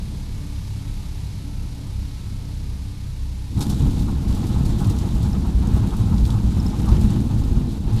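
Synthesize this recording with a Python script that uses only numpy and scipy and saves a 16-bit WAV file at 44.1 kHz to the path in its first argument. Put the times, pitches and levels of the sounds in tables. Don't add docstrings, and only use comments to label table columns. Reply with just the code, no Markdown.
import sys
import numpy as np
from scipy import signal
from scipy.io import wavfile
from scipy.ndimage import uniform_filter1d

SR = 44100
rng = np.random.default_rng(int(sys.argv[2]) if len(sys.argv) > 2 else 0)


def persist_wave(psi):
    counts = np.round(np.clip(psi, -1, 1) * 32767).astype(np.int16)
    wavfile.write(sys.argv[1], SR, np.atleast_2d(counts).T)


N = 352783
TIME = np.arange(N) / SR

# time_s, firing_rate_hz
FIRING_RATE = [(0, 34.1), (1.3, 33.37), (2.6, 32.58), (3.7, 31.46), (4.8, 30.41), (6.2, 29.33), (7.1, 28.6),
               (8, 28.72)]
# time_s, roar_db, hiss_db
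AIRFLOW_LEVELS = [(0, -33, -48), (1.2, -34, -49), (2.3, -36, -49.5), (3.4, -37, -50), (5.5, -34.5, -50.5),
                  (7.6, -35, -51), (7.82, -46, -55), (7.88, -30, -51), (8, -41, -49)]
# centre_hz, width_hz, boost_db
FRAME_MODES = [(110.6, 9.1, 6), (134, 10, 3.5), (180, 6.5, 2), (196.8, 5.5, 4), (215.2, 8.6, 3.5),
               (273, 24, 2), (348, 31, 2.5), (441, 38, 1.5), (831, 25, 8.5), (910, 25, 4.5), (1057, 37, 6),
               (1278, 35, 4.5)]
# peak_time_s, peak_db, pitch_hz
GEAR_BUMPS = [(3.58, -18.5, 105.0), (3.69, -24, 200.2), (3.743, -21, 72), (3.825, -15, 43.2),
              (3.815, -16, 96), (3.825, -11, 135), (3.881, -14.5, 59.0), (4.011, -16.5, 54.2),
              (4.454, -16, 102.0), (4.623, -19.5, 107.2), (4.82, -24, 201.6), (4.869, -10.5, 103.6),
              (5.22, -14.5, 112.6), (5.264, -14, 68), (5.44, -16, 71.6), (5.565, -13.5, 57),
              (5.69, -21.5, 201), (5.743, -10, 59.7), (5.807, -17, 107.6), (5.909, -23, 66),
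              (6.006, -15, 108), (6.072, -19, 87.5), (6.156, -11, 54.0), (6.218, -17, 54.3),
              (6.352, -16.5, 108.3), (6.451, -15.5, 59.3), (6.593, -12, 58.8), (6.649, -19, 75.3),
              (6.87, -15, 43.3), (6.922, -9, 59.3), (6.958, -16.5, 150.4), (6.97, -17, 70),
              (7.056, -13.5, 47.7), (7.058, -15, 207), (7.339, -15, 108.7), (7.451, -15, 53.5),
              (7.515, -16, 42.4), (7.577, -15, 58), (7.94, -10, 108.5), (7.974, -16, 48.3)]


def gain_of(db):
    return 10 ** (np.asarray(db) / 20)


def unit_rms(x):
    return x / np.sqrt(np.mean(x ** 2) + 1e-20)


def curve(rows, column, t=TIME):
    rows = np.asarray(rows)
    return np.interp(t, rows[:, 0], rows[:, column])


def add(mix, start_s, sound):
    part = mix[round(start_s * SR):][:len(sound)]
    part += sound[:len(part)]


def wander(rate_hz, span=20):
    return unit_rms(sum(np.sin(2 * np.pi * (hz * TIME + rng.random())) / np.sqrt(hz)
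                        for hz in np.geomspace(rate_hz / span, rate_hz, num=16)))


def resonate(x, hz, q):
    return signal.lfilter(*signal.iirpeak(hz, q, SR), x)


def coloured(x, spectrum, modes=()):
    hz = abs(np.fft.fftfreq(16384, 1 / SR))
    points_hz, points_db = np.transpose(spectrum)
    shape_db = np.interp(np.log(hz + 1), np.log(points_hz + 1), points_db, left=-60, right=-90)
    for centre_hz, width_hz, boost_db in modes:
        shape_db += boost_db / (1 + (2 * (hz - centre_hz) / width_hz) ** 2)
    log_gain = np.log(gain_of(np.maximum(shape_db, -100)))
    response = np.exp(np.conj(signal.hilbert(log_gain)))
    taps = np.fft.ifft(response).real[:8192]
    return unit_rms(signal.oaconvolve(x, taps)[:N])


def shot_noise(per_s, spread_db, noise_share):
    sizes = gain_of(spread_db * np.minimum(rng.exponential(1, N), 3.5)) * rng.choice([-1., 1.], N)
    impulses = unit_rms(sizes * (rng.random(N) < per_s / SR))
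    return (1 - noise_share) * impulses + noise_share * rng.standard_normal(N)


def swell_power(rows, rise_s, fall_s):
    peak_time_s, peak_db = np.transpose(rows)[:2, :, None]
    t = TIME[::32] - peak_time_s
    power = gain_of(2 * peak_db) * np.exp(np.where(t < 0, t / rise_s, -t / fall_s))
    return np.interp(TIME, TIME[::32], power.sum(axis=0))


def ring(hz, peak_db, rise_s, t60_s, length_s=.3):
    t = np.arange(0, length_s, 1 / SR)
    envelope = (1 - np.exp(-t / rise_s)) ** 2 * gain_of(-60 * t / t60_s)
    vibration = np.sin(2 * np.pi * (hz * t + rng.random()))
    return envelope.argmax() / SR, gain_of(peak_db) * envelope / envelope.max() * vibration


def tone(rows, jitter):
    t = np.arange(rows[0][0], rows[-1][0], 1 / SR)
    drift = unit_rms(uniform_filter1d(rng.standard_normal(len(t)), size=900))
    phase = 2 * np.pi * np.cumsum(curve(rows, 1, t) * (1 + jitter * drift)) / SR
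    envelope = np.sqrt(2) * gain_of(curve(rows, 2, t)) * signal.windows.tukey(len(t), .15)
    out = np.zeros(N)
    add(out, t[0], envelope * np.sin(phase))
    return out


def firing_count():
    return np.cumsum(curve(FIRING_RATE, 1) * (1 + 0.0029 * wander(3.045))) / SR


def engine(firings):
    # multiple_of_firing_rate, level_db
    orders = [(.5, -45.5), (1, -34), (1.5, -45), (2, -35), (2.5, -45), (3, -35.5), (3.5, -47), (4, -41.5),
              (4.5, -52), (5, -49.5), (6, -49.5)]
    cabin_hz, width_hz, boost_db = 59.8, 6.6, 8
    boom_db = boost_db / (1 + (2 * (2 * curve(FIRING_RATE, 1) - cabin_hz) / width_hz) ** 2)
    out = np.zeros(N)
    for order, level_db in orders:
        level = gain_of(level_db + boom_db * (order == 2) + 2.8 * wander(14, span=10))
        cycles = order * firings + rng.random() + .06 * wander(10, span=8)
        out += np.sqrt(2) * level * np.sin(2 * np.pi * cycles)
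    return out


def slipstream(firings):
    # frequency_hz, relative_density_db
    roar_spectrum = [(5, -28), (12, -9), (44, -3.5), (92, -5.5), (195, -9), (243, -16), (292, -17),
                     (330, -22.5), (395, -25.5), (770, -36.5), (852, -33.5), (1060, -42), (1500, -48.5),
                     (1950, -82), (3300, -120)]
    # frequency_hz, relative_density_db
    hiss_spectrum = [(350, -17), (600, -7.5), (756, -6.5), (940, -1.5), (1050, -5), (1340, -9), (1390, -7),
                     (2070, -7.5), (2240, -6), (3150, -7), (4490, -4.5), (8610, -12.5), (11500, -12.5),
                     (14000, -23), (15400, -44)]
    roar = coloured(rng.standard_normal(N), roar_spectrum)
    roar_db = curve(AIRFLOW_LEVELS, 1) + wander(4.7)
    hiss_db = curve(AIRFLOW_LEVELS, 2) + np.cos(2 * np.pi * firings) + 0.44 * wander(7.2)
    hiss = coloured(shot_noise(2500, spread_db=2.0, noise_share=0.7), hiss_spectrum)
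    return roar * gain_of(roar_db) + hiss * gain_of(hiss_db)


def panel_hum():
    # centre_hz, width_hz, level_db (with the hiss at reference_db)
    panels = [(850, 27, -64.5), (3930, 770, -58.5), (9530, 49, -70)]
    reference_db = -49
    drive_db = curve(AIRFLOW_LEVELS, 2) - reference_db
    return sum(gain_of(db + drive_db) * unit_rms(resonate(rng.standard_normal(N), hz, hz / width_hz))
               for hz, width_hz, db in panels)


def whine():
    pitch_hz, level_db, length_s = 2210, -65.5, 3.4
    sag_hz_per_s, fade_db_per_s = 8.8, 1.5
    end = (length_s, pitch_hz - sag_hz_per_s * length_s, level_db - fade_db_per_s * length_s)
    return tone([(0, pitch_hz, level_db), end], jitter=0.00264)


def panel_drone():
    # time_s, pitch_hz, level_db
    drone = [(0, 285, -47), (.36, 285, -57), (.47, 286, -41.5), (.7, 285, -59.5), (.82, 285.4, -47.5),
             (1.1, 284, -49.5), (1.33, 283.5, -57), (1.48, 284.7, -39.5), (1.58, 284, -53),
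             (1.7, 283.6, -49), (1.84, 284.4, -43), (1.93, 283.7, -59), (2.02, 286.5, -44.5),
             (2.25, 284.7, -55), (2.7, 284.7, -48.5), (2.8, 284.2, -55), (2.89, 286.3, -45.5),
             (3.08, 284, -58.5), (3.25, 284.3, -47.5), (3.5, 285.6, -52), (3.62, 284.8, -31.5),
             (3.72, 286, -43), (3.9, 287, -41), (4.3, 282, -51)]
    return tone(drone, jitter=.02)


def gap_whistle():
    # start_s, length_s, pitch_hz, level_db
    notes = [(.27, 0.44, 1175, -64.5), (0.752, 0.22, 1320, -65), (.97, 0.12, 1205, -64),
             (1.382, 0.31, 1336, -64), (1.789, 0.17, 1210, -65), (2.06, 0.47, 1320, -65),
             (2.623, 0.49, 1200, -67), (3.043, .1, 1330, -66)]
    between_hz, bend_hz = 1260, 29.8
    out = np.zeros(N)
    for start_s, length_s, hz, db in notes:
        bent_hz = hz + bend_hz * np.sign(between_hz - hz)
        arch = [(start_s, bent_hz, db), (start_s + length_s / 2, hz, db), (start_s + length_s, bent_hz, db)]
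        out += tone(arch, jitter=0.005)
    return out


def chatter(per_s, spread_db, noise_share):
    # centre_hz, quality_factor
    parts = [(1200, 2.3), (2300, 1.2), (3700, 2.2), (5400, 2.2), (7600, 2.3), (11000, 1.4)]
    out = np.zeros(N)
    for hz, q in parts:
        band = unit_rms(resonate(shot_noise(per_s, spread_db, noise_share), hz, q))
        bunching = gain_of(2.2 * wander(40, span=10))
        out += band * np.sqrt(hz / q) * bunching
    return out


def ground_roll():
    # time_s, rumble_db, drumming_db, rattle_db
    levels = [(3.46, -34, -75, -68), (3.58, -20.5, -42.5, -47.5), (3.76, -21.5, -45, -48),
              (3.825, -16.5, -42.5, -45.5), (3.92, -23, -42, -49), (3.99, -19, -45, -47.5),
              (4.08, -21.5, -47, -52), (4.22, -23.5, -43.5, -55), (4.36, -19.5, -42.5, -48.5),
              (4.9, -20.5, -41, -48.5), (5.3, -23, -42.5, -50), (5.55, -22, -45, -53),
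              (5.72, -21.5, -39, -48), (6.1, -21, -45.5, -50), (6.52, -20.5, -44, -49.5),
              (6.92, -19.5, -39, -49), (7.15, -18.5, -39, -47.5), (7.27, -18.5, -46.5, -51.5),
              (7.4, -22, -43, -50), (7.66, -20.5, -44.5, -53.5), (7.8, -25.5, -46.5, -53),
              (7.86, -23, -47, -56), (7.92, -27.5, -41, -52)]
    # frequency_hz, relative_density_db
    rumble_spectrum = [(7.1, -30), (12, -6.5), (48, 0), (107, -2), (162, -4.5), (208, -4), (352, -18.5),
                       (392, -28), (470, -26.5), (514, -31.5), (751, -36), (808, -35.5), (900, -34.5),
                       (1170, -57.5), (1980, -120)]
    # frequency_hz, relative_density_db
    drumming_spectrum = [(210, -40), (350, 0), (393, -6.5), (467, -5.5), (520, -16.5), (751, -9.5),
                         (822, -14.5), (984, -13.5), (2040, -24.5), (3000, -23.5), (3900, -38),
                         (6600, -120)]
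    # frequency_hz, relative_density_db
    rattle_spectrum = [(880, -13), (1500, 3.5), (1590, -8), (2110, -10), (3750, 3.5), (5030, -4),
                       (7150, -3), (8690, -6), (11900, -8), (13600, -8), (15400, -33)]
    touchdown_s = levels[0][0]
    on_ground = np.clip((TIME - touchdown_s) / 0.12, 0, 1)
    jolts_db = wander(40, span=6)
    rumble = coloured(shot_noise(300, spread_db=3.5, noise_share=0.61), rumble_spectrum, FRAME_MODES)
    drumming = coloured(shot_noise(400, spread_db=1.5, noise_share=0.6), drumming_spectrum, FRAME_MODES)
    rattle = coloured(chatter(500, spread_db=3.5, noise_share=0.45), rattle_spectrum)
    roll_power = gain_of(2 * (curve(levels, 1) - 0.5 + jolts_db))
    surge_db = -13
    surge_power = gain_of(2 * surge_db) * swell_power(GEAR_BUMPS, rise_s=0.07, fall_s=0.059)
    rumble *= np.sqrt(roll_power + surge_power)
    drumming *= gain_of(curve(levels, 2) + 1.54 * jolts_db)
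    rattle *= gain_of(curve(levels, 3) + 0.77 * jolts_db + wander(60, span=9))
    return on_ground * (rumble + drumming + rattle)


def gear_thumps():
    out = np.zeros(N)
    for peak_time_s, peak_db, hz in GEAR_BUMPS:
        lead_s, thump = ring(hz, peak_db, rise_s=0.0118, t60_s=0.196)
        add(out, peak_time_s - lead_s, thump)
    return out


def fitting_ticks():
    # start_s, level_db, centre_hz
    ticks = [(3.593, -27, 11620), (3.607, -18, 5500), (3.6115, -20, 4060), (3.625, -17, 4350),
             (3.6666, -22, 3870), (3.7, -23, 8000), (3.7444, -25, 4270), (3.9095, -32, 3410),
             (4.2797, -39, 3640), (4.3261, -25, 3770), (4.4187, -33, 3620), (4.3504, -31, 10000),
             (4.4687, -30, 11500), (4.594, -34, 5000), (4.657, -34, 6000), (4.7845, -31, 3550),
             (4.8448, -26, 3570), (4.899, -27, 7000), (4.82, -32, 7000), (4.87, -27, 8000),
             (4.9876, -27, 6500), (5.0887, -30, 3920), (5.1489, -35, 4470), (5.228, -31, 11000),
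             (5.448, -34, 1500), (5.672, -27, 7000), (5.872, -30, 8000), (5.906, -33, 3000),
             (5.939, -37, 5500), (5.9678, -27, 11800), (6.1423, -31, 4940), (6.181, -24, 3740),
             (6.252, -22, 3680), (6.276, -28, 7000), (6.3038, -20, 3800), (6.4757, -36, 5000),
             (6.627, -32, 7000), (6.682, -34, 6500), (6.89, -28, 4000), (6.9152, -26, 3210),
             (6.945, -38, 8000), (6.9671, -27, 3640), (7.0125, -29, 6500), (7.104, -28, 6000),
             (7.134, -34, 5000), (7.437, -30, 3370)]
    rise_s, t60_s = 0.00029, .024
    t = np.arange(2000) / SR
    envelope = (1 - np.exp(-t / rise_s)) * gain_of(-60 * t / t60_s)
    lowpass = signal.butter(4, 13500, fs=SR)
    out = np.zeros(N)
    for start_s, level_db, hz in ticks:
        noise = rng.standard_normal(len(t))
        body = unit_rms(resonate(noise, hz, q=1.8))
        sheen = 0.3 * resonate(noise, 8000, q=1.1)
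        burst = signal.lfilter(*lowpass, body + sheen)
        add(out, start_s, gain_of(level_db) * envelope * burst / abs(burst).max())
    return out


def shaken_parts():
    # peak_time_s, level_db
    shakes = [(3.615, -34), (3.7, -37), (3.91, -45), (3.995, -44), (4.285, -46), (4.35, -42.5), (4.47, -44),
              (4.655, -42), (4.79, -44), (4.85, -44), (4.9, -41.5), (4.99, -44), (5.06, -51), (5.15, -47),
              (5.23, -44), (5.97, -49), (6.255, -43), (6.305, -48), (6.86, -48), (6.89, -46), (6.92, -47),
              (6.95, -48), (7.01, -44), (7.1, -48), (7.39, -50), (7.725, -47), (7.93, -49)]
    # frequency_hz, relative_density_db
    spectrum = [(1500, -15), (2800, -4), (4000, 3.5), (7000, -1.5), (11500, -4), (13600, -6), (15400, -30)]
    collisions = coloured(chatter(700, spread_db=2.0, noise_share=0.61), spectrum)
    return collisions * np.sqrt(swell_power(shakes, rise_s=0.003, fall_s=0.014))


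def panel_knocks():
    # peak_time_s, peak_db, pitch_hz
    knocks = [(3.618, -35.5, 818), (3.71, -41, 856), (3.837, -45, 834.0), (4.087, -39, 933),
              (4.37, -43, 815), (4.432, -44, 813.0), (4.502, -40.5, 840), (4.564, -41, 846),
              (4.817, -34, 818), (4.86, -44, 990), (4.885, -45, 840), (4.939, -41, 810), (5.035, -43, 840),
              (5.258, -40, 816), (5.34, -45, 776), (5.452, -39, 942), (5.641, -40, 921.0),
              (5.691, -41, 910.0), (5.761, -45, 888.0), (5.765, -41, 1060), (5.769, -44, 662.0),
              (5.839, -40, 910), (5.929, -36.5, 893), (6.018, -41, 864), (6.082, -42, 780),
              (6.134, -38, 917), (6.294, -38, 917), (6.334, -38, 846), (6.366, -42, 806), (6.47, -46, 880),
              (6.581, -43, 780), (6.623, -39.5, 687), (6.74, -39, 850), (6.836, -46, 888.0),
              (6.854, -41.3, 703), (6.882, -38, 1130), (6.89, -35, 910), (6.944, -41, 900),
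              (7.17, -53, 840.0), (7.313, -41, 818.0), (7.571, -42, 825), (7.926, -45, 825)]
    # frequency_hz, relative_density_db
    spectrum = [(400, -49), (650, -4), (820, 1.5), (1000, -0.5), (1350, -3.5), (1800, -19), (3000, -67)]
    clatter = gain_of(-2) * coloured(rng.standard_normal(N), spectrum, FRAME_MODES)
    out = clatter * np.sqrt(swell_power(knocks, rise_s=0.0085, fall_s=0.017))
    for peak_time_s, peak_db, hz in knocks:
        lead_s, knock = ring(hz, peak_db, rise_s=0.00501, t60_s=.06)
        add(out, peak_time_s - lead_s, knock)
    return out


def metal_pings():
    # start_s, level_db
    pings = [(5.3292, -36), (6.5998, -32.5), (6.6637, -31.5), (6.7879, -46), (7.4369, -42)]
    # pitch_hz, relative_db
    modes = [(5200, -1), (5480, -9), (7500, -13)]
    out = np.zeros(N)
    for start_s, level_db in pings:
        for hz, relative_db in modes:
            _, partial = ring(hz, level_db + relative_db, rise_s=.001, t60_s=.019, length_s=.04)
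            add(out, start_s, partial)
    return out


def gusts():
    # peak_time_s, level_db
    swells = [(5.92, -60), (6.93, -49), (7.38, -52), (7.6, -53), (7.71, -48.5), (7.9, -52), (7.99, -44.5)]
    centre_hz, q = 3900, 2.3
    band = resonate(rng.standard_normal(N), centre_hz, q)
    hiss = unit_rms(resonate(band, centre_hz, q))
    return hiss * np.sqrt(swell_power(swells, rise_s=0.019, fall_s=0.016))


def scene():
    firings = firing_count()
    flight = engine(firings) + slipstream(firings) + panel_hum() + whine() + panel_drone() + gap_whistle()
    landing = ground_roll() + gear_thumps() + fitting_ticks() + shaken_parts() + panel_knocks()
    return (flight + landing + metal_pings() + gusts())[None]


def record(dry):
    cutoff_hz = 15650
    taps = signal.firwin(511, cutoff_hz, window=("kaiser", 9), fs=SR)
    return signal.oaconvolve(dry, taps[None], "same")


dry = scene()
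out = record(dry)
persist_wave(out)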